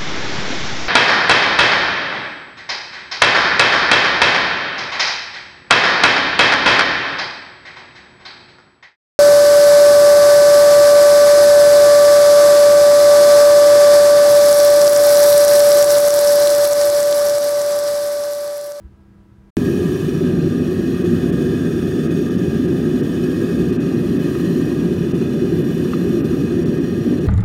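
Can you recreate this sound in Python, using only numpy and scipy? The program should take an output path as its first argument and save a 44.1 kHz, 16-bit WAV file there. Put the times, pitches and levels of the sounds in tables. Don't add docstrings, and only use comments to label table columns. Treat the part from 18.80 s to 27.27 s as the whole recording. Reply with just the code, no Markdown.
import sys
import numpy as np
from scipy import signal
from scipy.fft import rfft, irfft
from scipy.io import wavfile

SR = 44100
rng = np.random.default_rng(int(sys.argv[2]) if len(sys.argv) > 2 else 0)


def int16_out(signal):
    q = np.round(np.clip(np.atleast_2d(signal).T, -1, 1) * 32767)
    wavfile.write(sys.argv[1], SR, q.astype(np.int16))


N = 373527
TIME = np.arange(N) / SR
FREQS = np.fft.rfftfreq(N, 1 / SR)

CROSSOVER_HZ, TOP_HZ = 850, 7000
MOVE_S = .53


def amp(db):
    return 10 ** (np.asarray(db) / 20)


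def unit_rms(x):
    return x / np.sqrt(np.mean(x ** 2) + 1e-20)


def contour_db(points):
    hz, db = np.transpose(points)
    return np.interp(np.log(FREQS + 1), np.log(hz + 1), db)


def lift_db(modes):
    return sum(db / (1 + (2 * (FREQS - hz) / width) ** 2) for hz, width, db in modes)


def above(hz, edge_hz, order=8):
    return 1 - 1 / (1 + (hz / edge_hz) ** order)


def noise(gain):
    return unit_rms(irfft(rfft(rng.standard_normal(N)) * gain, N))


def wander(rate_hz):
    return noise(1 - above(FREQS, rate_hz, order=4))


def during(start, end, ramp_s):
    return np.clip(.5 + np.minimum(TIME - start, end - TIME) / ramp_s, 0, 1)


def oven():
    # pitch in Hz, rms level in dB.
    hum_tones = [(118.4, -62.5), (199.2, -52.5), (328.4, -61), (656.8, -77), (979.8, -72.5), (1314, -77),
                 (1637, -77.5), (1965, -88)]
    # frequency in Hz, relative spectral level in dB.
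    air_spectrum = [(25, -15), (60, 2.5), (110, 3), (167, -5), (250, -13), (350, -11), (543, -23.5),
                    (900, -25), (1320, -27), (2500, -36), (4500, -42.5), (9000, -49), (15500, -53)]
    wavering_time = np.cumsum(1 + .001 * wander(8)) / SR
    hum = sum(np.sqrt(2) * amp(db) * np.sin(2 * np.pi * (hz * wavering_time + rng.random()))
              for hz, db in hum_tones)
    hum *= amp(1.8 * wander(6))
    air = amp(-47.5) * noise(amp(contour_db(air_spectrum)))
    bump_at_s, bump_hz, bump_width_s = .058, 64, .013
    t = TIME - bump_at_s
    bump = amp(-29.5) * np.exp(-(t / bump_width_s) ** 2) * np.cos(2 * np.pi * bump_hz * t)
    return hum + air + bump


def nozzle_whistle():
    hz, width_hz = 12980, 200
    whistle = noise(1 / (1 + (2 * (FREQS - hz) / width_hz) ** 2))
    return amp(-59) * during(6.65, 7.6, MOVE_S / 2) * whistle


def mould_knocks():
    # pitch in Hz, relative level in dB, seconds to fall 60 dB.
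    clay_modes = [(1238, -1, 0.037), (1340, -11, 0.02), (1970, -16, 0.035), (2650, -14, 0.037),
                  (3601, -23, .03)]
    # start in seconds, strength in dB.
    touches = [(5.552, -25), (5.598, -31), (7.131, -29), (7.1345, -16)]
    attack_s = .00036
    t = TIME[:SR // 8]
    ring = sum(amp(db - 60 * t / t60) * np.sin(2 * np.pi * hz * t) for hz, db, t60 in clay_modes)
    ring *= 1 - np.exp(-t / attack_s)
    blows = np.zeros(N)
    for start, db in touches:
        blows[round(start * SR)] = amp(db)
    return signal.oaconvolve(blows, ring)[:N]


def yard_echoes(x, wet_db, t60):
    echoes_per_s = 2000
    t = TIME[:SR // 2]
    taps = rng.standard_normal(len(t)) * (rng.random(len(t)) < echoes_per_s / SR)
    taps *= amp(-60 * t / t60)
    echoes = signal.fftconvolve(x, taps / np.linalg.norm(taps))[:N]
    return unit_rms(x + amp(wet_db) * echoes)


def mould_echo(x):
    delay_s, gain_held, gain_away = .00058, .11, -.079
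    gain = gain_away + (gain_held - gain_away) * during(2.2, 4.8, MOVE_S)
    return x + gain * np.roll(x, round(delay_s * SR))


def glove_echoes(x):
    delays = rng.integers(15, 160, size=8)
    return x + sum(.065 * wander(rate_hz=1) * np.roll(x, delay) for delay in delays)


def mould_shadow(x):
    # time in seconds, loss at TOP_HZ in dB.
    shadow = [(1.25, 0.5), (1.55, 3.5), (2.3, 2), (4.1, 3), (4.75, 2), (5.1, 4), (5.6, .9), (6.05, 3.5),
              (6.5, 4), (7.15, 2), (8.0, 4.5)]
    hz, t, spectra = signal.stft(x, SR, nperseg=256)
    tilt = (hz / TOP_HZ) ** .57
    loss_db = np.outer(tilt, np.interp(t, *np.transpose(shadow)))
    return signal.istft(spectra * amp(-loss_db), SR, nperseg=256)[1][:N]


def treble_dips(x):
    # centre in seconds, length in seconds, depth in dB.
    set_dips = [(2.515, .018, 11), (3.283, .016, 9), (3.498, .016, 7), (4.222, 0.016, 11),
                (4.984, 0.036, 13), (6.333, .017, 11), (7.428, .03, 13), (7.848, .017, 12),
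                (7.997, 0.021, 7), (8.4, 0.014, 8)]
    flickers_per_s, flicker_s, flicker_db = .9, .018, 6.4
    hz, t, spectra = signal.stft(x, SR, nperseg=256)
    flicker_times = t[rng.random(len(t)) < flickers_per_s * t[1]]
    dips = set_dips + [(centre, flicker_s, flicker_db) for centre in flicker_times]
    depth_db = sum(db * np.exp(-(2 * (t - centre) / length) ** 4) for centre, length, db in dips)
    loss_db = np.outer(above(hz, edge_hz=3300), depth_db)
    return signal.istft(spectra * amp(-loss_db), SR, nperseg=256)[1][:N]


def gas_jet():
    # frequency in Hz, relative spectral level in dB.
    jet_spectrum = [(850, -6.4), (1400, -8.2), (1800, 0.0), (2100, -15.5), (2600, -9.1), (3300, -9.9),
                    (3900, -16.9), (5300, -20.7), (7800, -22.9), (11000, -22.9), (14000, -25.7),
                    (15400, -25.0)]
    # centre in Hz, width in Hz, lift in dB.
    tube_modes = [(1214, 146, 8.2), (1594, 27, 9.6), (1652, 56, 10.4), (1764, 33, 2.7), (1848, 28, 6.5),
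                  (2356, 89, 3.0), (2520, 70, 14.6), (3004, 103, 6.8), (3522, 210, 7.7), (4121, 125, 13.0),
                  (4687, 305, 9.6), (5130, 131, 6.5), (5633, 180, 17.0), (6502, 390, 9.7), (7211, 414, 5.4),
                  (8707, 450, 8.0), (9502, 130, 3.1), (10675, 764, 4.2), (12265, 105, 5.2),
                  (12974, 300, 9.5), (13303, 210, 6.6)]
    body_db, top_relative_db, flutter_db = -37.5, -10, .5
    low_cut = np.sqrt(above(FREQS, CROSSOVER_HZ, order=24))
    rush = noise(amp(contour_db(jet_spectrum) + lift_db(tube_modes)) * low_cut)
    rush = yard_echoes(rush, wet_db=-8, t60=.3)
    rush *= amp(flutter_db * wander(31))
    rush = glove_echoes(mould_echo(rush))
    top = irfft(rfft(rush) * above(FREQS, TOP_HZ), N)
    hiss = amp(body_db) * (unit_rms(rush - top) + amp(top_relative_db) * unit_rms(top))
    return treble_dips(mould_shadow(hiss))


def flame():
    # frequency in Hz, relative spectral level in dB.
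    flame_spectrum = [(20, -30.4), (42, -24.7), (58, -10.2), (130, -3.4), (200, 0.0), (390, -0.5),
                      (435, -15.0), (600, -18.2), (850, -30.0)]
    # centre in Hz, width in Hz, lift in dB.
    chamber_modes = [(68, 10, 4.8), (95, 21, 8.0), (140, 18, 5.8), (163, 25, 9.9), (180, 8, 8.3),
                     (226, 24, 5.9), (250, 20, 8.4), (286, 27, 6.6), (340, 24, 8.4), (365, 19, 6.8),
                     (407, 27, 9.3), (450, 13, 8.8), (474, 20, 10.7), (492, 9, 7.3), (527, 7, 4.1),
                     (575, 21, 8.2), (701, 36, 6.1), (746, 10, 5.5), (793, 22, 6.6)]
    roar_db, flutter_db, swell_db = -16.5, .6, .43
    high_cut = np.sqrt(1 - above(FREQS, CROSSOVER_HZ, order=24))
    boom = noise(amp(contour_db(flame_spectrum) + lift_db(chamber_modes)) * high_cut)
    unsteady_db = flutter_db * wander(48) + swell_db * wander(3)
    return amp(roar_db) * unit_rms(boom * amp(unsteady_db))


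def scene():
    kitchen_end_s, furnace_start_s, snap_decay_s = .703, .769, .001
    snap = amp(-10) * np.exp(-abs(TIME - furnace_start_s) / snap_decay_s)
    furnace = flame() + gas_jet() + nozzle_whistle() + mould_knocks() + snap
    kitchen = during(.002, kitchen_end_s, ramp_s=.004) * oven()
    return (kitchen + (TIME >= furnace_start_s) * furnace)[None]


def record(dry):
    low_pass = signal.firwin(1023, cutoff=15800, window=("kaiser", 9), fs=SR)
    return signal.oaconvolve(dry, low_pass[None], "same")


dry = scene()
out = record(dry)
int16_out(out)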